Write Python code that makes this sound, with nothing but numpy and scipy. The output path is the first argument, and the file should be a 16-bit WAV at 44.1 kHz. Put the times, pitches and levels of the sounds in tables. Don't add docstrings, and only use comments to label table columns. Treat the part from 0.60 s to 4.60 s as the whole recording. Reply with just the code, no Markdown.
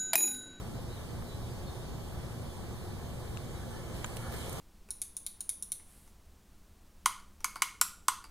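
import sys
import numpy as np
from scipy import signal
from scipy.fft import rfft, irfft
from scipy.io import wavfile
from scipy.ndimage import uniform_filter1d

SR = 44100
rng = np.random.default_rng(int(sys.argv[2]) if len(sys.argv) > 2 else 0)


def master_out(mix):
    frames = np.transpose(np.atleast_2d(mix))
    ceiling = np.clip(frames, -1, 1)
    pcm = np.round(ceiling * 32767).astype(np.int16)
    wavfile.write(sys.argv[1], SR, pcm)


N = 176400


def amp(db):
    return 10 ** (np.asarray(db) / 20)


def unit(x):
    return x / np.sqrt(np.mean(x ** 2) + 1e-20)


def read(points, hz):
    f, value = np.transpose(points)
    return np.interp(np.log(hz + 1), np.log(f + 1), value)


def level(points):
    return amp(np.interp(np.arange(N) / SR, *np.transpose(points)))


def pan(db):
    return unit(amp([[db / 2], [-db / 2]]))


def add(mix, start_s, sound):
    part = mix[:, max(round(start_s * SR), 0):][:, :sound.shape[-1]]
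    part += sound[..., :part.shape[1]]


def drift(rate_hz):
    hz = np.fft.rfftfreq(N, 1 / SR)
    return unit(irfft(rfft(rng.standard_normal(N)) * np.exp(-(hz / rate_hz) ** 2), N))


def patchy(patch_db):
    spectra = signal.stft(rng.standard_normal((2, N)), nperseg=512, noverlap=384)[2]
    patches = uniform_filter1d(rng.standard_normal(spectra.shape[1:]), size=9, axis=0)
    patches = unit(uniform_filter1d(patches, size=24, axis=1))
    return unit(signal.istft(spectra * amp(patch_db * patches), nperseg=512, noverlap=384)[1][:, :N])


def microphone_pair(noises, colour):
    # frequency in Hz, left minus right in dB.
    balance = [(30, 2), (140, -2.5), (300, 4.5), (520, 1), (1000, -2), (1900, 2.5), (2650, -2), (4500, 1.2),
               (7000, -2.5), (9500, -8.5), (15000, -6)]
    # frequency in Hz, correlation coefficient before the comb.
    correlation = [(25, 0.95), (65, 0.79), (170, 0.65), (290, 0.43), (600, 0.58), (1200, 0.55),
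                   (2000, -0.26), (4000, 0.16), (15000, -0.13)]
    # frequency in Hz, depth as a coefficient.
    comb_depth = [(300, 0.095), (700, 0.0074), (1250, 0.66), (2200, 0.65), (2650, 1.0), (3900, 0.34),
                  (5300, 0.63), (9000, 0.21), (15000, 0.65)]
    comb_spacing_hz, echo_spread_s, echo_db = 2655, .007, -8.5
    hz = np.fft.rfftfreq(N, 1 / SR)
    delays = echo_spread_s * rng.uniform(0.115, 1, 10)
    echoes = sum(np.cos(2 * np.pi * (hz * delay + rng.random())) for delay in delays)
    ripple = unit(np.exp(amp(echo_db) * echoes / np.sqrt(len(delays)) * hz / (hz + 1500)))
    common, separate = rfft(noises) * ripple
    comb = read(comb_depth, hz) * np.cos(2 * np.pi * hz / comb_spacing_hz)
    likeness = np.clip(read(correlation, hz) - comb, -.995, .98)
    lean = amp(read(balance, hz))
    right = likeness * common + np.sqrt(1 - likeness ** 2) * separate
    pair = np.array([common * lean, right]) / np.sqrt(1 + lean ** 2)
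    return irfft(pair * colour(hz), N) * np.sqrt(SR)


def tones(partials):
    out = np.zeros((2, N))
    for hz, db, pan_db, waver_hz, lag in partials:
        phase = 2 * np.pi * np.cumsum(hz + waver_hz * drift(rate_hz=12.53)) / SR
        flutter = 1 + 0.35 * drift(rate_hz=7.4)
        out += pan(pan_db) * amp(db) * np.sqrt(2) * np.sin([phase, phase - lag]) * flutter
    return out


def air():
    # frequency in Hz, spectral density in dB per Hz.
    spectrum = [(12, -68), (30, -69.5), (65, -61.5), (140, -65), (190, -70), (290, -74), (500, -76),
                (1000, -82), (1400, -88.5), (1900, -91), (2230, -92), (2700, -92), (3800, -92.5),
                (5500, -95.5), (7000, -97.5), (8900, -96.5), (9550, -94.5), (10300, -98.5), (11800, -99.3),
                (12600, -101.2), (13300, -99.6), (15000, -102.8)]
    return microphone_pair(patchy(patch_db=0.88), lambda hz: amp(read(spectrum, hz)))


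def motor_hum():
    # frequency in Hz, level in dB, leftward pan in dB, waver in Hz, right lag in radians.
    partials = [(116.5, -51.5, -1, 1.06, 0.0094), (234, -57, -13, 2.85, 0.0076), (357, -60, -6, 3, 0.0053)]
    return tones(partials)


def motor_whirr():
    # frequency in Hz, density before shielding in dB per Hz.
    body = [(250, -92), (480, -70), (750, -74), (1150, -82.5), (1550, -91), (2700, -100), (4500, -98.5),
            (9000, -86.5), (15000, -108)]
    # centre in Hz, width in Hz, peak density before shielding in dB per Hz.
    resonances = [(1210, 500, -78), (1744, 140, -80), (2204, 210, -79.5), (3100, 340, -83)]
    # time in seconds, gain in dB.
    shielding = [(0, -18), (2.4, -17.5), (2.9, -11), (3.2, -11.5), (3.55, -8), (3.75, -5), (4, -5.5)]

    def colour(hz):
        peak_power = sum(amp(db) ** 2 / (1 + (2 * (hz - centre) / width) ** 2) ** 2
                         for centre, width, db in resonances)
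        return np.sqrt(amp(read(body, hz)) ** 2 + peak_power)
    return microphone_pair(patchy(patch_db=4.0), colour) * level(shielding)


def motor_whine():
    # frequency in Hz, level before the swell in dB, leftward pan in dB, waver in Hz,
    # right lag in radians.
    partials = [(1738, -55, -4, 8, .4), (2240, -61.5, 1, 9, 2), (3363, -70, 0, 14, 0)]
    # time in seconds, gain in dB.
    swell = [(0, -22), (3.1, -18.5), (3.23, -7.5), (3.34, -16), (3.58, -15), (3.68, -4.5), (3.8, -5),
             (3.89, -21), (4, -12)]
    return tones(partials) * level(swell)


def birds():
    # start in seconds, length in seconds, first and last pitch in Hz, level in dB.
    chirps = [(0.262, .115, 3890, 3850, -64), (0.3, .05, 4200, 4050, -65.5), (0.34, .06, 3860, 3670, -61.5),
              (0.652, .135, 4030, 3870, -62.5), (0.69, .06, 3750, 3350, -66), (0.8, .1, 3880, 3760, -67),
              (0.885, .06, 4900, 4780, -67), (1.06, .043, 4290, 4140, -60.5),
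              (1.068, .045, 3790, 3620, -57.5), (1.2, .04, 3690, 3560, -65.5),
              (1.882, 0.052, 3550, 3420, -63), (2.941, .05, 3900, 3780, -64)]
    blur_hz, t60_s = 85, .33
    direct = np.zeros((2, N))
    for start_s, length_s, first_hz, last_hz, db in chirps:
        count = int(length_s * SR)
        pitch = np.linspace(first_hz, last_hz, count) + blur_hz * drift(rate_hz=390)[:count]
        envelope = amp(db) * np.sin(np.linspace(0, np.pi, count))
        add(direct, start_s, envelope * np.sqrt(2) * np.sin(2 * np.pi * np.cumsum(pitch) / SR))
    tail = rng.standard_normal((2, SR // 2)) * amp(-60 * np.arange(SR // 2) / SR / t60_s)
    tail /= np.linalg.norm(tail[0])
    return direct + signal.fftconvolve(direct, tail, axes=1)[:, :N]


def knocks():
    # start in seconds, gain in dB, factor on rise and decay times, leftward pan in dB,
    # favoured frequency in Hz, treble cutoff in Hz.
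    taps = [(.622, -40, .8, -2, 1500, 1700), (2.7724, -29.5, .26, 4, 3100, 7000),
            (3.4432, -32.5, .3, 0, 3400, 5000), (3.4442, -27, .8, -2.5, 1600, 15000)]
    # frequency in Hz, relative level in dB, unscaled T60 in seconds.
    modes = [(1012, -7, .036), (1235, -8, .04), (1545, -9, .03), (1950, -12, .022), (2350, -10, .024),
             (2950, -10, .014), (3260, -8, .02), (3830, -9, .022), (6560, -13, .022), (6960, -5, .034),
             (7690, -16, .025)]
    # frequency in Hz, relative level in dB.
    crack_spectrum = [(400, -24), (800, -10), (1300, 11), (2100, -2), (3000, 9), (3900, -6), (5200, -13),
                      (7000, 3), (10000, -11), (15000, -28)]
    base_rise_s, base_crack_s, crack_db = 0.00053, 0.0038, -6.5
    lift_db, lift_octaves = 4, 0.17
    out, t, hz = np.zeros((2, N)), np.arange(4096) / SR, np.fft.rfftfreq(4096, 1 / SR)
    for start_s, db, ring, pan_db, favoured_hz, cutoff_hz in taps:
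        def touch_db(f):
            lift = lift_db / (1 + (np.log2((f + 1) / favoured_hz) / lift_octaves) ** 2)
            return lift - 10 * np.log10(1 + (f / cutoff_hz) ** 4)
        phases = 1.07 * rng.standard_normal((len(modes), 2, 1))
        body = sum(amp(mode_db + touch_db(f) - 60 * t / (t60 * ring)) * np.sin(2 * np.pi * f * t + phase)
                   for (f, mode_db, t60), phase in zip(modes, phases))
        colour = amp(read(crack_spectrum, hz) + touch_db(hz))
        noise = unit(irfft(rfft(rng.standard_normal((2, len(t)))) * colour))
        crack = amp(crack_db) * noise * np.exp(-t / (base_crack_s * ring))
        attack = 1 - np.exp(-t / (base_rise_s * ring))
        add(out, start_s, pan(pan_db) * amp(db) * (body + crack) * attack)
    return out


def leaves():
    # frequency in Hz, density before the envelope in dB per Hz.
    spectrum = [(150, -108), (450, -73.5), (900, -82.5), (2000, -86), (3600, -86.5), (6000, -92.5),
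                (9300, -88.5), (12000, -92.5), (15000, -95)]
    # time in seconds, gain in dB.
    pressure = [(0, -45), (3.25, -45), (3.36, -4), (3.41, -7.5), (3.56, -7.5), (3.705, -8), (3.735, 1),
                (3.89, -2.5), (4, -2)]
    grains_per_s, grain_power_share, spread_db = 1800, 0.31, 3
    sizes = amp(spread_db * np.minimum(rng.exponential(1, N), 3))
    onsets = rng.random(N) < grains_per_s / SR
    grains = unit(sizes * onsets * rng.uniform(-0.98, 1, (2, N)))
    friction = np.sqrt(grain_power_share) * grains + np.sqrt(1 - grain_power_share) * patchy(patch_db=2.5)
    return microphone_pair(friction * level(pressure), lambda hz: amp(read(spectrum, hz)))


def snaps():
    # start in seconds, initial level in dB, band centre in Hz, decay time in seconds.
    releases = [(3.4625, -39, 8900, 0.0013), (3.564, -43, 12000, 0.0023), (3.5692, -40.5, 8700, 0.0042),
                (3.5697, -39.5, 3540, .002), (3.7238, -40, 11500, .001), (3.739, -45, 13000, .003),
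                (3.7678, -42, 9500, .0015), (3.8611, -38, 14000, 0.001), (3.895, -34.5, 9500, 0.0012),
                (3.9282, -33, 9000, .0006), (3.931, -37, 9000, 0.0015)]
    half_width_octaves, pan_db = 0.57, -9
    out, t, hz = np.zeros((2, N)), np.arange(2048) / SR, np.fft.rfftfreq(2048, 1 / SR)
    for start_s, db, centre_hz, decay_s in releases:
        band = 1 / (1 + (np.log2((hz + 1) / centre_hz) / half_width_octaves) ** 2)
        burst = unit(irfft(rfft(rng.standard_normal((2, len(t)))) * band))
        add(out, start_s, pan(pan_db) * amp(db) * burst * np.exp(-t / decay_s))
    return out


def scene():
    return air() + motor_hum() + motor_whirr() + motor_whine() + birds() + knocks() + leaves() + snaps()


def record(dry):
    cutoff_hz = 15600
    low_pass = signal.firwin(511, cutoff_hz, window=("kaiser", 9), fs=SR)
    return signal.oaconvolve(dry, low_pass[None], "same")


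dry = scene()
out = record(dry)
master_out(out)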